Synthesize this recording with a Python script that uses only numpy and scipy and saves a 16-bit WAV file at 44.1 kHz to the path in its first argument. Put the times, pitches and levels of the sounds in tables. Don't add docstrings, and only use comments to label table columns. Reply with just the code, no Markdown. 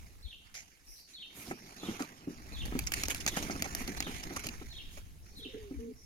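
import sys
import numpy as np
from scipy import signal
from scipy.fft import rfft, irfft, next_fast_len
from scipy.io import wavfile
from scipy.ndimage import uniform_filter1d, map_coordinates

SR = 44100
rng = np.random.default_rng(int(sys.argv[2]) if len(sys.argv) > 2 else 0)


def put_to_file(sound):
    columns = np.atleast_2d(sound).T
    safe = np.clip(columns, -1, 1)
    whole_steps = np.round(safe * 32767)
    wavfile.write(sys.argv[1], SR, whole_steps.astype(np.int16))


N = 266805


def amp(db):
    return 10 ** (np.asarray(db) / 20)


def unit(x):
    return x / np.sqrt(np.mean(x ** 2) + 1e-20)


def along(points, hz):
    f, v = np.transpose(points)
    return np.interp(np.log(hz + 1), np.log(f + 1), v)


def curves(rows):
    s, *cols = np.transpose(rows)
    return [np.interp(np.arange(N) / SR, s, c) for c in cols]


def wobble(rate_hz):
    knots = rng.standard_normal(N // 8)
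    return map_coordinates(knots, [np.arange(N) * rate_hz / SR], mode="wrap")


def swell(s, half_s):
    return np.exp(-np.abs((np.arange(N) / SR - s) / half_s) ** 3 / 2)


def gate(t, length_s, fade_s):
    return np.clip(np.minimum(t, length_s - t) / fade_s, 0, 1)


def filtered(x, response):
    m = next_fast_len(x.shape[-1] + SR // 10)
    return irfft(rfft(x, m) * response(np.fft.rfftfreq(m, 1 / SR)), m)[..., :x.shape[-1]]


def add(track, s, sound):
    part = track[..., max(round(s * SR), 0):][..., :sound.shape[-1]]
    part += sound[..., :part.shape[-1]]


def place(x, right_db, lead_ms):
    side = np.array([[1], [-1]])
    shifted = filtered(x, lambda hz: np.exp(side * 1j * np.pi * hz * lead_ms / 10 ** 3))
    return shifted * amp(-.5 * side * right_db)


def friction(colour, alike, spiky_db, patchy_db):
    slips = rng.standard_normal((3, N)) * amp(spiky_db * np.clip(wobble(1500), -2, 2))
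    share = np.clip(alike, 0, 1)
    ports = np.sqrt(share) * slips[0] + np.sqrt(1 - share) * slips[1:]
    z = signal.stft(ports, nperseg=512)[2]
    field = uniform_filter1d(rng.standard_normal(z.shape[1:]), 6, 0)
    field = uniform_filter1d(field, 7, 1)
    patches = amp(patchy_db * np.clip(unit(field), -2, 2))
    pair = signal.istft(z * patches, nperseg=512)[1][:, :N]
    return unit(filtered(pair, lambda hz: amp(along(colour, hz))))


DETUNE_SHARE = .035


def struck(modes, t):
    sound = 0
    for hz, db, t60_s in modes:
        mode_hz = hz * (1 + DETUNE_SHARE * rng.standard_normal())
        sound = sound + amp(db - 60 * t / t60_s) * np.sin(2 * np.pi * mode_hz * t)
    return sound


def glide(t, length_s, pitches_hz, rough, rough_rate_hz):
    arc = np.polyfit(np.linspace(0, 1, len(pitches_hz)), pitches_hz, len(pitches_hz) - 1)
    tremble = 1 + rough * wobble(rough_rate_hz)[:len(t)]
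    pitch_hz = np.polyval(arc, np.clip(t / length_s, 0, 1)) * tremble
    return np.sqrt(2) * np.sin(2 * np.pi * np.cumsum(pitch_hz) / SR)


# freq_hz, t60_s
YARD_DECAY = [(200, 0.19), (3000, 0.68), (8000, 0.67)]


def yard(x):
    hz, t, z = signal.stft(rng.standard_normal((2, SR // 2)), SR, nperseg=256)
    decay = amp(-60 * t / along(YARD_DECAY, hz)[:, None])
    tail = signal.istft(z * decay, SR, nperseg=256)[1]
    return signal.fftconvolve(x[None], tail / np.linalg.norm(tail[0]), axes=1)


# time_s, level_db
BUFFET = [(0.0, -56), (0.65, -70.5), (1.92, -89), (2.31, -62), (2.7, -44.5), (3.2, -49), (4.85, -52.5),
          (5.3, -58), (6.05, -59.5)]
# middle_s, half_length_s, level_db, pitch_hz
PUFFS = [(0.261, 0.012, -39.5, 59), (0.911, 0.025, -54.5, 38.2), (2.621, 0.062, -43, 54.8),
         (5.784, 0.018, -41, 61.5)]
# freq_hz, gain_db
RUMBLE_COLOUR = [(30, 1.5), (70, 2), (120, -7.5), (200, -17.5), (500, -40.5)]
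# freq_hz, gain_db
GARDEN_COLOUR = [(60, 3.5), (140, -12), (210, -55), (500, -9.5), (1000, -40), (2350, -20), (6500, -14.5),
                 (8200, -21.5), (11300, -14.5), (16000, -31)]
BUFFET_DB = 4


def air():
    flow = amp(curves(BUFFET)[0] + BUFFET_DB + 0.57 * wobble(5.72))
    lumps = flow * friction(RUMBLE_COLOUR, alike=0.31, spiky_db=1.8, patchy_db=2.0)
    t = np.arange(N) / SR
    puffs = np.zeros((2, N))
    for s, half_s, db, hz in PUFFS:
        phase = rng.standard_normal((2, 1))
        puffs += amp(db) * swell(s, half_s) * np.sin(2 * np.pi * hz * (t - s) + phase)
    garden = amp(-67.0 + wobble(1.9)) * friction(GARDEN_COLOUR, alike=0.21, spiky_db=1, patchy_db=3)
    return lumps + np.sqrt(2) * place(puffs, right_db=-8.5, lead_ms=0) + garden


# start_s, level_db
PEEPS = [(.859, -56), (1.533, -60.5), (2.269, -65), (5.218, -65), (5.95, -63.5)]
# after_s, length_s, first_hz, last_hz, level_db
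PHRASE = [(0, 0.0767, 5610, 5555, 1.5), (0.093, 0.0412, 4144, 4860, 0.5)]


def chicks():
    out, t = np.zeros((2, N)), np.arange(SR // 5) / SR
    for s, db in PEEPS:
        for after_s, length_s, first_hz, last_hz, note_db in PHRASE:
            note = glide(t, length_s, [first_hz, last_hz], rough=.06, rough_rate_hz=900)
            note = note * gate(t, length_s, fade_s=.004)
            add(out, s + after_s, amp(db + note_db) * yard(note))
    return out


# start_s, length_s, first_hz, middle_hz, last_hz, level_db, hoarseness_0_to_1, right_db
LOW_CALLS = [(5.369, 0.045, 250, 244, 276, -57, 0.96, -1), (5.393, 0.11, 443, 440, 406, -56.5, 0.67, 7),
             (5.474, 0.058, 482, 525, 505, -63, 0.1, 8), (5.532, 0.057, 449, 442, 425, -50.5, 0.8, 6),
             (5.565, 0.163, 473, 413, 386, -53.5, 0.06, 5), (5.732, 0.2, 318, 235, 270, -47.5, 0.37, -3),
             (5.785, 0.14, 434, 464, 420, -49.5, 0.2, 8.5)]


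def low_calls():
    voice, t = np.zeros((2, N)), np.arange(SR // 4) / SR
    for s, length_s, first_hz, middle_hz, last_hz, db, hoarse, right_db in LOW_CALLS:
        pitches_hz = [first_hz, middle_hz, last_hz]
        note = glide(t, length_s, pitches_hz, rough=.08 * hoarse, rough_rate_hz=220)
        flutter = 1 + hoarse * wobble(130)[:len(t)]
        note = amp(db) * gate(t, length_s, fade_s=0.011) * flutter * note
        add(voice, s, place(note, right_db, lead_ms=0.31))
    return voice + amp(-8.5) * yard(voice.mean(axis=0))[:, :N]


# after_s, pitch_hz, level_db
CHIRP = [(.002, 3750, -5), (.009, 4300, -4.5), (.02, 4200, 2), (.03, 3800, -2), (.042, 3480, -6),
         (.058, 3300, -2.5), (.069, 3680, -3), (.081, 3750, 3), (.09, 3320, 2), (.098, 2950, 0.5),
         (.112, 2980, 2.5), (.123, 2940, -3.5), (.131, 2750, -16)]
# start_s, level_db
CHIRPS = [(0.223, -52), (1.132, -48.5), (1.779, -51), (2.522, -48.5), (3.27, -49), (3.974, -49),
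          (4.695, -49.5), (5.354, -49)]
WARBLE_FROM_S, WARBLE_RATE_HZ, WARBLE_DEPTH_HZ = .095, 83.2, 227


def sparrow():
    out, t = np.zeros((2, N)), np.arange(SR // 6) / SR
    after_s, pitch_hz, level_db = np.transpose(CHIRP)
    since_s = np.maximum(t - WARBLE_FROM_S, 0)
    warble_hz = WARBLE_DEPTH_HZ * np.sin(2 * np.pi * WARBLE_RATE_HZ * since_s)
    pitch = np.interp(t, after_s, pitch_hz) - warble_hz
    shape = amp(np.interp(t, after_s, level_db)) * gate(t, after_s[-1], fade_s=0.0019)
    for s, db in CHIRPS:
        tremble = 1 + .027 * wobble(700)[:len(t)]
        rasp = amp(2.8 * wobble(300)[:len(t)])
        whistle = np.sqrt(2) * np.sin(2 * np.pi * np.cumsum(pitch * tremble) / SR)
        note = amp(db) * shape * rasp * whistle
        walls = rng.standard_normal((2, len(t))) * amp(-60 * t / 0.06) * (t > .004)
        echo = signal.fftconvolve(note[None], walls / np.linalg.norm(walls[0]), axes=1)
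        add(out, s, amp(-3.3) * note)
        add(out, s, amp(-10) * echo)
        add(out, s, amp(-3.5) * yard(note))
    return place(out, right_db=1.0, lead_ms=0.349)


# middle_s, half_length_s, mid_db, top_db, case_hum_db
SWISHES = [(0.946, 0.071, -85, -60, -96), (1.114, 0.029, -58.5, -72, -71), (1.402, 0.043, -53, -53, -55),
           (1.49, 0.029, -50, -62, -50), (1.891, 0.06, -52, -80, -46.5), (2.992, 0.034, -41.5, -66, -68),
           (3.386, 0.097, -50, -57, -50), (3.803, 0.024, -51, -50.5, -57), (4.138, 0.047, -51, -66, -62),
           (4.951, 0.035, -60, -62, -68), (5.391, 0.018, -74, -59.5, -86)]
# freq_hz, gain_db
TOP_COLOUR = [(6500, 1), (8500, 11), (10500, 13.5), (14000, 13.5), (16500, -7)]


def swishes():
    mid, top, hum = np.zeros((3, N))
    for s, half_s, mid_db, top_db, hum_db in SWISHES:
        shape = swell(s, half_s)
        mid += amp(mid_db) * shape
        top += amp(top_db) * shape
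        hum += amp(hum_db) * shape
    cloth = mid * friction(SCUFF_COLOUR, alike=.2, spiky_db=2, patchy_db=3)
    cloth += top * friction(TOP_COLOUR, alike=.2, spiky_db=2.5, patchy_db=2)
    body = hum * friction(CASE_COLOUR, alike=1, spiky_db=3, patchy_db=1)
    return place(cloth, right_db=4.5, lead_ms=0.423) + place(body, right_db=3.5, lead_ms=0.1)


# time_s, hum_drag_db, rub_drag_db
GRIP = [(0.0, -61.5, -62), (0.39, -64.5, -70.5), (0.59, -66, -62), (1.05, -67.5, -71), (1.51, -56.5, -60),
        (1.97, -53, -50.5), (2.24, -56.5, -61), (2.6, -52.5, -54), (3.02, -50, -47.5), (3.22, -53, -50),
        (3.4, -48, -46.5), (4.13, -50.5, -49), (4.53, -50.5, -50.5), (4.66, -63, -57.5), (5.15, -60.5, -69),
        (5.59, -61, -61.5), (5.8, -60, -64.5), (6.05, -64, -73)]
# freq_hz, gain_db
CASE_COLOUR = [(70, -6), (150, -1.5), (250, 0), (380, -5), (550, -14), (730, -12.5), (1000, -15.5),
               (1400, -13.5), (2500, -88)]
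# freq_hz, gain_db
RUB_COLOUR = [(400, -27), (700, -2), (1000, -7.5), (1400, -4.5), (2250, 1.5), (3400, -9), (4800, -6),
              (6600, -3.5), (7900, -18), (10000, -11.5), (13500, -15.5), (16500, -36)]
FIRM_DB = -50
HUM_DB, HUM_DB_PER_DB, RUB_DB, RUB_DB_PER_DB = -48, 1.534, -51, 1.0
STICK_DB, STICK_S = 2.5, 0.012


def rubbing():
    hum_drag_db, rub_drag_db = np.array(curves(GRIP)) - FIRM_DB
    contacts_s = [row[0] for table in (SNAPS, SCUFFS, THUMPS) for row in table]
    stuck = np.max([swell(s - STICK_S, STICK_S / 2) for s in contacts_s], axis=0)
    pull = wobble(45)
    hum_db = HUM_DB + HUM_DB_PER_DB * hum_drag_db - STICK_DB * stuck + 2.1 * pull
    hum = amp(hum_db) * friction(CASE_COLOUR, alike=1.0, spiky_db=2.5, patchy_db=2.5)
    chatter_db = 2.2 * wobble(130)
    rub_db = RUB_DB + RUB_DB_PER_DB * rub_drag_db - STICK_DB * stuck + 0.59 * pull + chatter_db
    rub = amp(rub_db) * friction(RUB_COLOUR, alike=.43, spiky_db=2.8, patchy_db=3.5)
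    return place(hum, right_db=1.4, lead_ms=0.33) + place(rub, right_db=6.5, lead_ms=0.44)


# start_s, level_db, first_pitch_hz, ring_t60_s, hard_contact_db
THUMPS = [(1.5092, -28.5, 363, 0.046, -27), (1.83, -36, 225.4, 0.061, -35.5),
          (1.884, -26.5, 236, 0.055, -33), (2.003, -22.5, 322, 0.039, -35), (2.272, -28.5, 301, 0.072, -46),
          (2.721, -26, 358, 0.036, -33.5), (2.75, -26, 298, 0.046, -34.5),
          (3.369, -29.5, 207.7, 0.039, -24.5), (3.495, -31, 270, 0.093, -29),
          (3.558, -32.5, 246, 0.048, -35), (3.653, -35.5, 264, 0.032, -35), (3.803, -39, 277, 0.086, -34),
          (3.881, -31, 273.4, 0.072, -38), (4.065, -37, 331, 0.094, -28), (4.304, -32.5, 356, 0.048, -34.5),
          (4.612, -36, 328, 0.061, -40.5), (5.454, -39, 308, 0.066, -72), (5.542, -39.5, 312, 0.061, -62),
          (5.708, -32, 309, 0.056, -50)]
# freq_hz, gain_db
THUMP_COLOUR = [(60, -18.5), (150, -3.5), (250, 7), (380, 0), (560, -16.5), (2200, -46)]
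# freq_hz, gain_db
KNOCK_COLOUR = [(100, -14), (350, 9), (750, 10.5), (980, 5.5), (1400, 9), (2400, 4), (3300, -15),
                (6000, -24)]
# freq_hz, level_db, t60_s
KNOCK_RING = [(779, -6.5, 0.025), (1317, -14.5, 0.054)]
SAG_SHARE, SAG_S = 0.36, 0.033
SHUDDER_LASTS = 2.88
CONTACT_T60_S = 0.062


def thumps():
    ring, shudder, contact, modes = np.zeros((4, N))
    t = np.arange(SR // 4) / SR
    rise = 1 - np.exp(-(t / 0.0029) ** 2)
    sag = 1 - SAG_SHARE * (1 - np.exp(-t / SAG_S))
    for s, db, hz, t60_s, contact_db in THUMPS:
        tone = np.sin(2 * np.pi * np.cumsum(hz * sag) / SR)
        add(ring, s, rise * amp(db - 60 * t / t60_s) * tone)
        add(shudder, s, rise * amp(db - 60 * t / (SHUDDER_LASTS * t60_s)))
        add(contact, s, rise * amp(contact_db - 60 * t / CONTACT_T60_S))
        add(modes, s + 0.001554, amp(contact_db + 5.5) * rise * struck(KNOCK_RING, t))
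    shaking = shudder * friction(THUMP_COLOUR, alike=0.95, spiky_db=0.5, patchy_db=1.5)
    body = amp(2.0) * ring + amp(-7.5) * shaking
    hard = contact * friction(KNOCK_COLOUR, alike=1.0, spiky_db=6.5, patchy_db=-2.5)
    knock = modes + amp(-6.0) * hard
    return place(body, right_db=0.5, lead_ms=0.27) + place(knock, right_db=2.5, lead_ms=0.23)


# start_s, decay_s, scrape_db, low_mid_db, rasp_db
SCUFFS = [(.541, 0.061, -43, -54.5, -45.5), (1.514, .011, -45, -39, -60), (1.9923, 0.051, -38, -35, -59),
          (2.652, 0.019, -35.5, -38, -60), (2.869, 0.0097, -31.5, -55, -30.5),
          (2.936, 0.0074, -18.5, -28, -45), (3.052, 0.012, -32, -55, -40),
          (3.097, 0.024, -24.5, -30.5, -42), (3.157, 0.027, -34.5, -55, -54),
          (3.202, 0.02, -36.5, -63, -44), (3.275, 0.016, -20.5, -28, -30),
          (3.364, 0.023, -27.5, -29, -40.5), (3.425, 0.011, -30, -33, -59), (3.505, 0.022, -43, -37, -38),
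          (3.641, 0.022, -37, -33.5, -44), (3.8739, 0.01, -30, -30, -45), (3.97, 0.01, -32.5, -35, -46),
          (4.2305, 0.012, -32.5, -41, -43), (4.3605, 0.014, -24.5, -26.5, -44),
          (4.392, .011, -32, -40, -55), (4.436, 0.015, -32.5, -44, -46), (4.971, 0.021, -43, -45, -73)]
# freq_hz, gain_db
SCUFF_COLOUR = [(200, -47), (900, -15), (2300, 6.5), (3500, -1), (5000, -1), (6800, 4), (7800, -7),
                (10000, -2.5), (14500, -10.5), (16500, -31)]
# freq_hz, gain_db
RASP_COLOUR = [(1200, -24), (2100, 3.5), (3400, -14), (4900, 0), (6600, 5.5), (7800, -12.5), (12000, -31)]
SCUFF_RISE_S = 0.0018


def scuffs():
    high, low, bright = np.zeros((3, N))
    t = np.arange(SR // 5) / SR
    onset = 1 - np.exp(-t / SCUFF_RISE_S)
    for s, decay_s, db, low_db, bright_db in SCUFFS:
        shape = onset * np.exp(-(t / decay_s) ** 2)
        add(high, s, amp(db) * shape)
        add(low, s, amp(low_db) * shape)
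        add(bright, s, amp(bright_db) * shape)
    sound = amp(-7) * high * friction(SCUFF_COLOUR, alike=0.15, spiky_db=4.5, patchy_db=4)
    sound += bright * friction(RASP_COLOUR, alike=0.4, spiky_db=3, patchy_db=3.5)
    sound += amp(-8.5) * low * friction(KNOCK_COLOUR, alike=0.72, spiky_db=-2.0, patchy_db=5.5)
    return place(sound, right_db=4.0, lead_ms=0.23)


# start_s, level_db, top_db, crackle_db
SNAPS = [(2.0221, -15.5, -31, -36), (2.79, -9, -9, -29), (2.8657, -23, -17, -43),
         (2.9193, -11.5, -11.5, -22), (3.035, -6, -14, -21), (3.0827, -8, -14, -33),
         (3.1461, -16, -14, -26), (3.2631, -2.5, -16, -23), (3.622, -4, -11.5, -25.5),
         (3.749, -8.5, -8.5, -31), (4.0034, -5.5, -18, -25.5), (4.0238, -18, -30, -28.5),
         (4.4678, -10.5, -15, -27), (4.4873, -24, -32, -27)]
# freq_hz, level_db, t60_s
SNAP_RING = [(300, -22, 0.033), (2050, -20, 0.011), (4935, -12, 0.0092), (6580, -8.5, 0.0083)]
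# freq_hz, gain_db
SNAP_COLOUR = [(500, -51), (1500, -10.5), (2500, 15), (3600, -2.5), (4800, 5), (6600, -3), (9000, -12)]
PING_DB, SNAP_KNOCK_DB = -7, -28


def snaps():
    ping, mid, low, top = np.zeros((4, N))
    t = np.arange(SR // 10) / SR
    crack = np.exp(-((t - .0014) / .0005) ** 2)
    crackle = (1 - np.exp(-t / 0.0008)) * amp(-60 * t / 0.022)
    for s, db, top_db, crackle_db in SNAPS:
        add(ping, s + 0.001005, amp(db + PING_DB) * struck(SNAP_RING, t))
        add(ping, s + 0.001005, amp(db + SNAP_KNOCK_DB) * struck(KNOCK_RING, t))
        add(mid, s, amp(crackle_db) * crackle)
        add(low, s, amp(db + SNAP_KNOCK_DB) * crackle)
        add(top, s, amp(top_db) * (crack + amp(11.5) * crackle))
    body = mid * friction(SNAP_COLOUR, alike=.5, spiky_db=2, patchy_db=3.5)
    knock = low * friction(KNOCK_COLOUR, alike=.5, spiky_db=1.5, patchy_db=3.5)
    fizz = amp(-29.5) * top * friction(TOP_COLOUR, alike=.15, spiky_db=2, patchy_db=3.5)
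    return place(ping + body + knock, right_db=2.5, lead_ms=0.19) + place(fizz, right_db=4.5, lead_ms=0.15)


def scene():
    birds = chicks() + low_calls() + sparrow()
    handling = swishes() + rubbing() + thumps() + scuffs() + snaps()
    return air() + birds + handling


TOP_HZ = 16300


def record(dry):
    return filtered(dry, lambda hz: 1 / (1 + (hz / TOP_HZ) ** 120))


dry = scene()
out = record(dry)
put_to_file(out)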